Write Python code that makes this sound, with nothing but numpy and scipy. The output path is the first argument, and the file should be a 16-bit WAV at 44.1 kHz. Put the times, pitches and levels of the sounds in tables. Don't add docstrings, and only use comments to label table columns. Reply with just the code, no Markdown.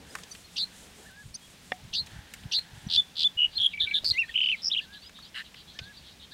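import sys
import numpy as np
from scipy import signal
from scipy.fft import rfft, irfft
from scipy.io import wavfile
from scipy.ndimage import uniform_filter1d

SR = 44100
rng = np.random.default_rng(int(sys.argv[2]) if len(sys.argv) > 2 else 0)


def materialize(psi):
    bounded = np.clip(np.atleast_2d(psi).T, -1, 1)
    quanta = np.round(bounded * 32767).astype(np.int16)
    wavfile.write(sys.argv[1], SR, quanta)


def elevation(decibels):
    levels = np.asarray(decibels, float)
    return 10 ** (levels / 20)


N = 279153


def add(track, s, x):
    i = int(s * SR)
    track[i:i + len(x)] += x[:N - i]


def noise():
    return rng.standard_normal(N)


def band(x, hz, width):
    return signal.lfilter(*signal.iirpeak(hz, hz / width, fs=SR), x)


def steep(x, hz, width):
    return band(band(x, hz, width), hz, width)


def unit(x):
    return x / np.sqrt(np.mean(x ** 2))


def walk(rate):
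    k = int(SR / rate)
    steps = np.repeat(rng.standard_normal(N // k + 1), k)
    return unit(uniform_filter1d(uniform_filter1d(steps, k), k)[:N])


def curve(table, ms=False):
    s, *columns = np.transpose(table)
    t = np.arange(0, s[-1], 1000 / SR) if ms else np.arange(N) / SR
    return [np.interp(t, s, c) for c in columns]


def decay(t, t60):
    return np.exp(-np.log(1000) * t / t60)


def swells(table, lull_db):
    t = np.arange(N) / SR
    return elevation(lull_db) + sum(elevation(db) * np.exp(-2 * ((t - s) / length) ** 2) for s, length, db in table)


def scattered(x, db, hz, width, decay_s):
    t = np.arange(SR // 15) / SR
    tail = rng.standard_normal(len(t)) * np.exp(-t / decay_s)
    tail /= np.sqrt(np.sum(tail ** 2))
    return elevation(db) * signal.fftconvolve(steep(x * walk(500), hz, width), tail)[:N]


def songbird():
    pure, quick, breathy, rattle, clicks = np.zeros((5, N))
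    warbled_calls(breathy, quick)
    sung_strokes(pure, quick, breathy, rattle, clicks)
    for table in WHISTLES:
        add(pure, table[0][0], whistle(table))
    return echoed(turbulent(pure, quick, breathy, rattle, clicks))


# time in ms, centre pitch in Hz, pitch swing in
# Hz, throb as a share -1 to 1 (above 0 softens the crests), level in dB.
WARBLE = [
    (14, 3900, 540, 0, -22),
    (19, 4100, 800, -.2, -6.5),
    (30, 4180, 680, -.2, -6),
    (45, 4170, 580, .15, -3.5),
    (60, 4200, 320, .45, -2),
    (71, 4220, 190, .52, -3.5),
    (77, 4210, 70, .15, -2.5),
    (83.3, 4210, 5, 0, -5),
    (90, 4210, 5, 0, -24),
]
# start in seconds, level in dB, time stretch as a ratio,
# fade over the call in dB, longer tail in ms.
CALLS_AT = [
    (0.5594, -21, 1.001, -1.5, -1.5),
    (1.929, -19.5, 1.01, -11, 18),
    (2.5135, -17, .97, -3, -3.5),
]
# rate in Hz, time of a crest in ms, share of the throb as a ratio.
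VIBRATOS = [
    (198, 28.2, 1.01),
    (198, 29.5, .45),
    (206, 29.3, .8),
]


def warbled_calls(breathy, quick):
    for (s, db, stretch, fade_db, tail_ms), (vibrato_hz, crest_ms, share) in zip(CALLS_AT, VIBRATOS):
        last_ms, *last = WARBLE[-1]
        shape = np.array(WARBLE[:-1] + [(last_ms + tail_ms, *last)])
        hz, swing, throb, shape_db = curve(shape * [stretch, 1, 1, share, 1], ms=True)
        n = len(hz)
        u, unsteady = np.linspace(0, 1, n), walk(250)[:n]
        since_crest = np.arange(n) / SR - crest_ms / 1000
        wobble = np.cos(2 * np.pi * vibrato_hz * since_crest + 0.1 * walk(61)[:n])
        hz = hz + swing * (wobble + 0.05 * unsteady)
        level = elevation(db + shape_db + fade_db * u ** 2 + 0.95 * unsteady)
        add(breathy, s, level * (1 - throb * wobble) * voice(hz))
        add(breathy, s, elevation(db - 12) * push("lead"))
        add(quick, s + .012, elevation(db - 14) * push("turn"))
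        for late in (.005, .0172):
            add(breathy, s + late, elevation(db - 10) * push("lead2"))
            add(quick, s + late, elevation(db - 15.5 - 550 * (late - .007)) * push("octave"))


def sung_strokes(pure, quick, breathy, rattle, clicks):
    level_scatter_db, pitch_scatter, time_scatter_s = 1.1, .012, .00025
    tracks = dict(up=quick, down=quick, rattle=rattle, click=clicks, lift=breathy, crook=breathy)
    for name, first, last, ms, db0, db1 in song():
        count = max(int(round((last - first) * 1000 / ms)), 0) + 1
        track = tracks.get(name, pure)
        grow = np.linspace(0, 1, count)
        if name in ("up", "down"):
            grow = np.sin(np.pi / 2 * grow)
        scatter = rng.standard_normal((count, 3))
        for s, g, (loud, sharp, late) in zip(np.linspace(first, last, count), grow, scatter):
            gain = elevation(db0) + g * (elevation(db1) - elevation(db0))
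            tune = 1 + (count > 2) * pitch_scatter * sharp
            pulse = elevation(level_scatter_db * loud) * push(name, tune)
            add(track, s + time_scatter_s * late, gain * pulse)


# stroke name, first pulse in seconds
# from the syllable's start, last pulse in seconds, repeat in ms, first level in dB, last level in dB.
BUZZ = [("up", 0, .0707, 11.8, -37, -17.5), ("down", .0036, .0743, 11.8, -37, -16)]
PIPS = [("peck", -.001, .039, 40, -28, -27), ("pip", .001, .041, 40, -29, -29),
        ("hum", .015, .055, 40, -38, -39)]
CHIRR = [("tick", 0, .0065, 6.5, -38, -28), ("drop", .010, .010, 9, -18, -18),
         ("rattle", .023, .054, 6.2, -16, -22.5), ("back", .0205, 0.056, 6.2, -23.5, -28)]
# syllable, start in seconds, time stretch as a ratio, level in dB.
TWICE = [
    (BUZZ, 2.8858, 1.001, .1),
    (BUZZ, 3.1535, 1.062, -1.5),
    (PIPS, 3.735, 1.001, -1.5),
    (PIPS, 3.873, 0.96, 1.7),
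    (CHIRR, 3.792, 1.001, .1),
    (CHIRR, 3.9305, 1.001, .1),
]
# stroke name, first pulse in seconds, last pulse in seconds, repeat in ms,
# first level in dB, last level in dB.
TRILLS = [("bead", 3.389, 3.442, 13.3, -17.5, -15.5), ("tick", 3.580, 3.592, 6.1, -20.5, -23),
          ("tick", 3.599, 3.657, 14.5, -19.5, -17), ("hook", 3.6105, 3.6395, 14.5, -26, -27),
          ("hump", 3.6025, 3.661, 14.6, -19.5, -14.5), ("hum", 3.864, 3.904, 40, -37, -37),
          ("click", 4.0435, 4.0998, 6.26, -21, -15.5), ("blip", 4.3385, 4.353, 3.65, -32, -21.5),
          ("dip", 4.375, 4.514, 27.8, -17.5, -19), ("spike", 4.3825, 4.5215, 27.8, -20, -23),
          ("climb", 4.386, 4.497, 27.8, -19, -19.5), ("zip", 4.619, 4.677, 11.6, -36, -19),
          ("zap", 4.622, 4.6805, 11.7, -39, -17), ("tap", 4.700, 4.712, 4.1, -31, -27)]
# stroke name, start in seconds, level in dB.
NOTES = [("swell", 3.368, -24), ("fade", 3.456, -20.5), ("lift", 4.1065, -19.5), ("crook", 4.1115, -16),
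         ("low", 4.232, -34), ("low2", 4.292, -35.5), ("low3", 4.283, -43), ("rise", 4.356, -17),
         ("zap", 4.6828, -23), ("ramp", 4.714, -21.5), ("fall", 4.7325, -20.5), ("drip", 4.747, -21)]


def song():
    twice = [(name, s + k * a, s + k * b, k * ms, db + db0, db + db1)
             for syllable, s, k, db in TWICE for name, a, b, ms, db0, db1 in syllable]
    return twice + TRILLS + [(name, s, s, 1, db, db) for name, s, db in NOTES]


FLICKS = { "lead": (13, 2800, 3500, 5300, 0.555), "lead2": (11, 2550, 2880, 3450, .55),
          "octave": (10, 4900, 5650, 6750, .5), "turn": (8, 5100, 4500, 3400, .5),
          "tick": (4.5, 4100, 3460, 3200, .4), "rattle": (4.6, 3950, 3550, 3100, 0.48),
          "click": (3.7, 4950, 4550, 3500, .6), "blip": (3.5, 2700, 2750, 3100, .5),
          "zip": (3.5, 4600, 5150, 5600, 0.53), "zap": (6.3, 5650, 5330, 4800, 0.49),
          "tap": (3.4, 2950, 3120, 3400, .5), "drip": (5.4, 3370, 2980, 2500, .5)}
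HELD = { "bead": (11.5, 2980, 2920, 2820, 0.58), "hump": (9.7, 3180, 3380, 3150, 0.53),
        "lift": (7.5, 3600, 4050, 4300, .5), "hum": (16.3, 2380, 2310, 2150, .6),
        "low": (19.4, 2080, 1870, 1800, .25), "dip": (6.5, 3330, 2840, 2440, 0.49),
        "ramp": (17, 3300, 3750, 4030, 0.51), "fall": (13, 4500, 3450, 2970, 0.24)}
STRUCK = { "low2": (15, 2200, 1860, 1800, .2), "low3": (7, 1500, 1650, 1800, .5),
          "fade": (12.3, 2950, 2900, 2800, .5), "rise": (17, 2790, 3050, 3210, 0.41)}
PUSHED = {"drop": (11.9, 4200, 3700, 3330, .4), "crook": (9, 4350, 4150, 4400, 0.4)}
SWELLED = {"swell": (19, 2850, 2900, 2880, .5)}
PLUCKED = {"climb": (14, 2950, 3040, 3140, 0.53), "pip": (14.3, 2500, 2330, 2220, 0.26)}
SNAPS = {"up": (4.77, 2390, 3680, 5950, 0.502), "down": (5.43, 5700, 3800, 2450, 0.449),
         "spike": (4.44, 2220, 2930, 3700, 0.51), "peck": (3, 2980, 2570, 2350, 0.48),
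         "back": (3.3, 3120, 3620, 4600, 0.48), "hook": (3.5, 3400, 3450, 3700, 0.49)}
BREATH_OF = [(FLICKS, 0.5, .1, 0.99), (HELD, 0.35, .02, 0.41), (STRUCK, 0.16, .04, .72),
             (PUSHED, .72, .08, 0.56), (SWELLED, 0.87, .02, 2), (PLUCKED, .12, .01, 0.58),
             (SNAPS, 0.53, .09, 1.4)]
SHRILL = {"hump": (-4, 7), "click": (3, 9), "zap": (8, 3), "zip": (8, 3), "ramp": (-8, -7),
          "fall": (-8, -8), "climb": (-8, -8), "rise": (-6, -8), "drop": (-4, -4), "rattle": (-5, 5)}


def push(name, tune=1):
    for kind, top, lean, soft in BREATH_OF:
        if name in kind:
            ms, hz0, hz1, hz2, knee = kind[name]
            top = top + lean * np.sign(hz2 - hz0)
            return stroke(ms, tune * hz0, tune * hz1, tune * hz2, knee, top, soft, SHRILL.get(name, (0, 0)))


def stroke(ms, hz0, hz1, hz2, knee, top, soft, more_db=(0, 0)):
    u = np.linspace(0, 1, int(ms * SR / 1000))
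    arch = np.sin(np.pi * np.interp(u, [0, np.clip(top, .05, .95), 1], [0, .5, 1])).clip(0) ** soft
    arch *= np.sin(np.pi / 2 * np.clip(np.minimum(u, 1 - u) * ms / 1.89, 0, 1)) ** 2
    return arch * voice(np.interp(u, [0, np.clip(knee, .05, .95), 1], [hz0, hz1, hz2]), more_db)


def voice(hz, more_db=(0, 0)):
    phase = 2 * np.pi * np.cumsum(hz) / SR
    octaves = np.log2(np.clip(hz, 3400, 4300) / hz)
    bright = elevation(-37 * np.abs(octaves))
    if any(more_db):
        bright = bright * (.6 + .9 * unit(uniform_filter1d(rng.standard_normal(len(hz)), size=36)))
    second, third = elevation(np.add((-36, -40), more_db))
    return np.sin(phase) + bright * (second * np.sin(2 * phase) + third * np.sin(3 * phase))


# time in seconds, pitch in Hz, level in dB.
WHISTLES = [
    [(2.9665, 2950, -36), (2.972, 3400, -21), (2.982, 3520, -14), (2.993, 3489, -19), (3.001, 3480, -17.5),
     (3.007, 3440, -23), (3.011, 3440, -40)],
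    [(3.239, 2920, -32), (3.2445, 3400, -19), (3.254, 3510, -15), (3.263, 3500, -19.5), (3.273, 3466, -18),
     (3.278, 3440, -28), (3.285, 3460, -42)],
    [(3.553, 4050, -45), (3.559, 4150, -34), (3.567, 4170, -34), (3.571, 4200, -24.5), (3.578, 4270, -20.5),
     (3.581, 4230, -30)],
    [(4.127, 2050, -52), (4.150, 2010, -36.5), (4.174, 2160, -29.5), (4.184, 2600, -23), (4.193, 2760, -16),
     (4.200, 2764, -20), (4.218, 2673, -22), (4.226, 2450, -25), (4.231, 2280, -40)],
    [(4.7525, 2250, -42), (4.762, 2610, -35), (4.768, 2850, -21.5), (4.772, 3060, -24),
     (4.776, 3250, -21.5), (4.781, 3600, -36)],
    [(4.782, 3700, -36), (4.785, 3040, -22), (4.788, 2900, -24), (4.792, 2800, -22), (4.798, 2600, -30),
     (4.803, 2300, -46)],
    [(4.523, 2750, -30), (4.528, 2700, -18.5), (4.534, 2490, -25.5), (4.546, 2230, -28.5),
     (4.556, 2010, -41)],
]


def whistle(table):
    s, hz, db = np.transpose(table)
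    t = np.arange(s[0], s[-1], 1 / SR)

    def soft(column):
        return uniform_filter1d(np.interp(t, s, column), SR // 400, mode="nearest")

    return soft(elevation(db)) * signal.windows.tukey(len(t), .08) * voice(soft(hz))


# centre in Hz, width in Hz, level in dB.
HISS = [(6500, 1600, -28), (8230, 1400, -26), (11000, 1400, -32)]


def turbulent(pure, quick, breathy, rattle, clicks):
    out = pure + rattle + clicks + scattered(rattle + clicks, -4.5, 4100, 2600, .004)
    rasp = steep(quick * unit(steep(noise(), 700, 1100)), 4700, 2200)
    out += breathy + quick + .3 * rasp
    spray = scattered(quick, -5.5, 5600, 2800, .007)
    out += spray + scattered(out, -19, 3600, 4500, .012)
    flow = .7 * uniform_filter1d(np.abs(quick), SR // 70)
    flow += uniform_filter1d(np.abs(.45 * breathy + 1.6 * clicks + .15 * rattle), SR // 300)
    return out + flow * sum(elevation(db) * unit(steep(noise(), hz, width)) for hz, width, db in HISS)


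# delay in seconds, level in dB.
ECHOES = [
    (.0031, -18),
    (.0062, -20.5),
    (.0195, -26),
]


def echoed(bird):
    t = np.arange(SR // 2) / SR
    response = np.zeros(len(t))
    for db, t60 in ((-13, 0.084), (-27.5, 0.34)):
        tail = rng.standard_normal(len(t)) * decay(t, t60) * (1 - np.exp(-t / 0.0031))
        response += elevation(db) * unit(tail) / np.sqrt(len(t))
    for s, db in ECHOES:
        response[int(s * SR)] += elevation(db)
    shaken = bird * (0.83 + .45 * walk(160))
    return bird + signal.fftconvolve(shaken, response)[:N]


def neighbours():
    tones = np.zeros(N)
    far_whistler(tones)
    thin_glides(tones)
    tones *= elevation(1.6 * walk(60))
    return tones + harsh_rasp()


# time in ms, pitch in Hz, level in dB.
FAR = [
    (0, 1450, -14),
    (13, 1717, -1),
    (26, 1800, -3),
    (40, 1759, -1),
    (57, 1490, -7),
    (97, 1578, -7),
    (125, 1655, -1.5),
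    (171, 1693, .5),
    (190, 1450, -16),
]
# start in seconds, level in dB, change of the opening in dB.
FAR_AT = [
    (1.050, -47.5, 0.5),
    (3.805, -48.5, -0.5),
    (4.800, -49.5, -1),
    (5.745, -47.5, -3),
    (6.312, -50.5, .1),
]


def far_whistler(out):
    hz, shape_db = curve(FAR, ms=True)
    opening = np.arange(len(hz)) < SR // 20
    for s, db, opening_db in FAR_AT:
        add(out, s, elevation(db + shape_db + opening_db * opening) * voice(hz))


# start in seconds, length in ms, start
# pitch in Hz, end pitch in Hz, level in dB.
GLIDES = [(.309, 30, 4400, 4800, -41), (.310, 21, 6400, 5600, -37.5), (.098, 20, 4950, 5050, -52),
          (.310, 22, 8900, 9500, -50), (.440, 30, 4150, 4350, -53.5), (1.340, 27, 4150, 5240, -34),
          (1.341, 24, 5300, 6460, -36.5), (1.341, 18, 8500, 9700, -40.5), (1.344, 15, 10000, 11100, -55),
          (1.780, 42, 780, 890, -54), (1.400, 90, 3250, 3350, -56), (2.100, 65, 4300, 4500, -60),
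          (2.868, 16, 5800, 6000, -50), (3.612, 14, 5600, 5650, -48), (4.130, 22, 5650, 6050, -50),
          (4.220, 55, 3600, 4300, -55), (4.167, 17, 6300, 7050, -53), (4.186, 36, 5500, 5450, -52),
          (4.272, 60, 3350, 3250, -50), (4.500, 55, 4150, 4100, -55), (4.930, 80, 3700, 4200, -50.5),
          (5.003, 62, 4200, 4950, -50), (5.060, 28, 4950, 5000, -49), (5.222, 22, 4450, 4300, -46),
          (5.255, 50, 4300, 5600, -57)]


def thin_glides(out):
    for s, ms, hz0, hz1, db in GLIDES:
        tone = stroke(ms, hz0, (hz0 + hz1) / 2, hz1, .45, .5, 0.87)
        add(out, s, elevation(db + 2.25 * walk(263)[:len(tone)]) * tone)


# start in seconds, length in ms, puff rate in Hz, level in dB.
RASP = (5.343, 85, 124, -36)
# centre in Hz, width in Hz, level in dB.
RASP_THROAT = [(1800, 400, 6), (2900, 400, 6), (3950, 500, 1), (7000, 3500, -20)]


def harsh_rasp():
    out = np.zeros(N)
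    s, ms, hz, db = RASP
    n = int(ms * SR / 1000)
    puff_phase = np.arange(n) * hz / SR % 1
    puffs = rng.standard_normal(n) * (0.97 + np.exp(-puff_phase / 0.32))
    ring = sum(elevation(d) * steep(puffs, f, 1.4 * w) for f, w, d in RASP_THROAT)
    add(out, s, elevation(db) * unit(ring) * np.sin(np.pi * (np.arange(n) / n) ** 0.74) ** 0.62)
    return out


# start in seconds, length in ms, pitch in Hz, level in dB.
CHURRS = [(3.500, 79, 3800, -50.5), (3.675, 65, 3300, -49), (4.015, 25, 4000, -50), (4.120, 55, 3600, -48),
          (3.860, 70, 3600, -51), (4.270, 65, 3300, -49), (4.400, 120, 4300, -54), (4.555, 60, 3700, -48.5),
          (4.800, 53, 3520, -50.5), (4.920, 53, 3500, -51), (5.015, 53, 3300, -51),
          (5.140, 62, 3600, -49.5), (5.225, 46, 3500, -51.5), (5.435, 47, 3480, -51.5),
          (5.545, 72, 3510, -50), (5.665, 49, 3710, -50.5), (5.725, 51, 3790, -56.5),
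          (5.810, 69, 3700, -50.5), (5.925, 80, 3900, -53), (6.015, 115, 3690, -51.5),
          (6.190, 58, 3705, -50), (6.305, 50, 3700, -51)]


def rival():
    churr_hz, churr_swing = 90, 0.1694
    out, t = np.zeros(N), np.arange(SR // 20) / SR
    wander, patchy = walk(450), elevation(1.6 * walk(70))
    for s, ms, hz, db in CHURRS:
        u = np.linspace(0, 1, int(ms * SR / 1000))
        drift = np.roll(wander, -int(s * SR))[:len(u)]
        wobble = 0.593 * np.sin(2 * np.pi * churr_hz * u * ms / 1000) + .62 * drift
        trill = voice(1.03 * hz * np.exp(churr_swing * wobble))
        blur = rng.standard_normal(len(t)) * np.exp(-t / .016)
        arch = np.sin(np.pi * u).clip(0) ** 0.52
        add(out, s, elevation(db - 3.5) * unit(signal.fftconvolve(trill * arch, blur)))
    return out * patchy


# start in seconds, peak level in dB, colour in Hz, treble level in dB,
# decay by 60 dB in seconds.
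TICKS = [(0.1516, -23, 1700, -10, .014), (.1536, -25, 1400, -9, .018), (.158, -40, 1200, -20, .06),
         (.185, -38.5, 1500, -7, .04), (0.2346, -34, 4440, -9, .025), (0.349, -36.5, 3000, -12, .04),
         (1.1094, -47, 9000, -6, .04), (2.0615, -39, 5000, 1, .04), (2.068, -38, 2500, -6, .04),
         (2.3369, -29, 2600, -2, 0.039), (2.435, -42, 3000, -11, .04), (2.587, -30, 3200, -4, 0.042),
         (4.035, -39, 525, -18, 0.029), (4.043, -34, 2300, -1, 0.056), (5.0933, -40, 1830, -9, .03),
         (5.1874, -41, 1000, -9, .03), (5.5428, -36.5, 2390, -16, .025), (5.7886, -25.5, 2900, -23, 0.04)]
# mode in Hz, level in dB, decay by 60 dB in seconds.
KNOCK = [(743, -7, 0.016), (1850, 0.5, .018), (3400, -8, 0.014), (2320, -12, 0.023), (737, -21.5, 0.14),
         (572, -7, 0.017), (1280, -9, 0.013), (5200, -16.5, 0.0085), (2100, -11.5, 0.028),
         (2800, -7.5, 0.012), (258, -20.5, 0.041)]


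def twigs():
    out, t = np.zeros(N), np.arange(SR // 5) / SR
    for s, db, hz, treble_db, t60 in TICKS:
        burst = rng.standard_normal(len(t)) * decay(t, t60) * (1 - np.exp(-t / 0.00054))
        colour = steep(steep(burst, hz, 1.6 * hz), hz, 1.6 * hz)
        treble = steep(burst, 6900, 6000) + .33 * steep(burst, 12500, 6000)
        body = steep(burst, 580, 730)
        tick = unit(colour) + elevation(treble_db) * unit(treble) + elevation(-17.5) * unit(body)
        add(out, s, elevation(db) * tick / np.abs(tick).max())
    ring = sum(elevation(db) * np.sin(2 * np.pi * hz * t) * decay(t, t60) for hz, db, t60 in KNOCK)
    ring *= 1 - np.exp(-t / .0007)
    add(out, 1.7195, elevation(-14.5) * ring / np.abs(ring).max())
    return out


def outdoors():
    return still_air() + wind() + hand_rub() + insect_chirps() + far_hum()


# frequency in Hz, density in dB per Hz.
AIR = [(20, -14), (64, -0.3), (120, -6.5), (180, 3), (330, -8.5), (1230, -13), (3500, -9.5), (15500, -28)]


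def still_air():
    hz = np.fft.rfftfreq(N, 1 / SR) + 1
    corner_hz, corner_db = np.transpose(AIR)
    colour = elevation(np.interp(np.log(hz), np.log(corner_hz), corner_db))
    return elevation(-54.5 + 0.84 * walk(6)) * unit(irfft(rfft(noise()) * colour, N))


# time in seconds, peak level in dB, pitch in Hz.
GUSTS = [(0.199, -50, 86.1), (0.619, -49, 72.7), (0.819, -50, 72.7), (0.945, -57, 167), (1.06, -50, 161),
         (1.251, -33.5, 108), (1.339, -44, 156), (1.300, -42, 70), (1.900, -43, 55), (3.470, -47, 55),
         (4.000, -45, 50), (4.290, -47, 50), (1.467, -51, 72.7), (1.841, -36, 83.4), (2.023, -39.5, 88.8),
         (2.119, -38, 72.7), (2.153, -36.5, 121), (2.179, -34, 102), (2.445, -32.5, 151), (2.452, -33, 110),
         (2.723, -37, 91.5), (2.767, -38, 113), (2.858, -26.5, 163), (2.969, -42, 124), (3.355, -44, 83.4),
         (3.59, -44, 72.7), (3.795, -43, 118), (3.829, -38, 72.7), (4.029, -45, 72.7), (4.106, -31, 94.2),
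         (5.809, -37.5, 99.6), (6.001, -48, 72.7)]


def wind():
    thump_s, skirt_s, skirt_db, lull_db = 0.00619, 0.044, -18, -65.5
    out, t = np.zeros(N), np.arange(-2 * thump_s, 2 * thump_s, 1 / SR)
    for (s, db, hz), turn in zip(GUSTS, rng.random(len(GUSTS))):
        add(out, s, elevation(db - 0.5) * np.exp(-2 * (t / thump_s) ** 2) * np.cos(2 * np.pi * (hz * t + turn)))
    skirts = swells([(s + thump_s, skirt_s, db + skirt_db) for s, db, _ in GUSTS], lull_db)
    return out + skirts * elevation(2.7 * walk(25)) * unit(steep(noise(), 70, 90))


# time of the peak in seconds, length in seconds, level in dB.
RUBS = [
    (.02, 0.065, -53.5),
    (.124, 0.043, -55),
    (.21, 0.11, -58),
    (.614, .05, -62),
    (.854, 0.073, -57.5),
    (1.004, 0.056, -53.5),
]


def hand_rub():
    return elevation(-2) * swells(RUBS, -90) * unit(steep(noise(), 360, 520))


# time in seconds, level in dB.
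INSECT = [(0, -57), (.35, -51.5), (.62, -52), (.9, -53.5), (1.2, -57), (1.41, -55.5), (1.57, -60),
          (2.1, -61), (2.7, -60), (2.96, -57), (3.5, -77), (3.98, -63), (4.42, -65), (5.04, -72),
          (6.33, -69)]


def insect_chirps():
    insect_db, = curve(INSECT)
    puff_phase = 2 * np.pi * (np.arange(N) / SR - .14) / .222
    puff_db = 5 * np.tanh(2 * np.cos(puff_phase) + 0.93)
    crackle = noise() * elevation(1.6 * rng.exponential(size=N))
    return elevation(insect_db - 8.5 + puff_db + 1.7 * walk(8.1)) * unit(steep(crackle, 7600, 5200))


# time of the peak in seconds, length in seconds, level in dB.
HUM_SWELLS = [
    (.15, 0.17, -57),
    (.7, 0.23, -54.5),
    (1.06, 0.14, -56),
    (2.2, 0.4, -55.5),
    (2.5, .2, -56),
    (2.8, .3, -53),
    (3.55, 0.2, -56),
]
# centre in Hz, width in Hz, level in dB.
HUM_BANDS = [(830, 260, -4.5), (1700, 600, 0), (3300, 1500, -2)]


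def far_hum():
    gain = swells(HUM_SWELLS, -68.5) * elevation(-5.5 + 2.2 * walk(8.08))
    bands = [elevation(db + 1.9 * walk(12)) * steep(noise(), hz, width) / np.sqrt(width)
             for hz, width, db in HUM_BANDS]
    return gain * unit(sum(bands))


def scene():
    return (songbird() + neighbours() + rival() + twigs() + outdoors())[None]


def roll_off(x):
    return signal.sosfilt(signal.butter(12, 16410, fs=SR, output="sos"), x)


def record(dry):
    low_pass = signal.ellip(10, .2, 60, 15780, fs=SR, output="sos")
    mix = signal.sosfilt(low_pass, dry)
    return roll_off(mix)


dry = scene()
out = record(dry)
materialize(out)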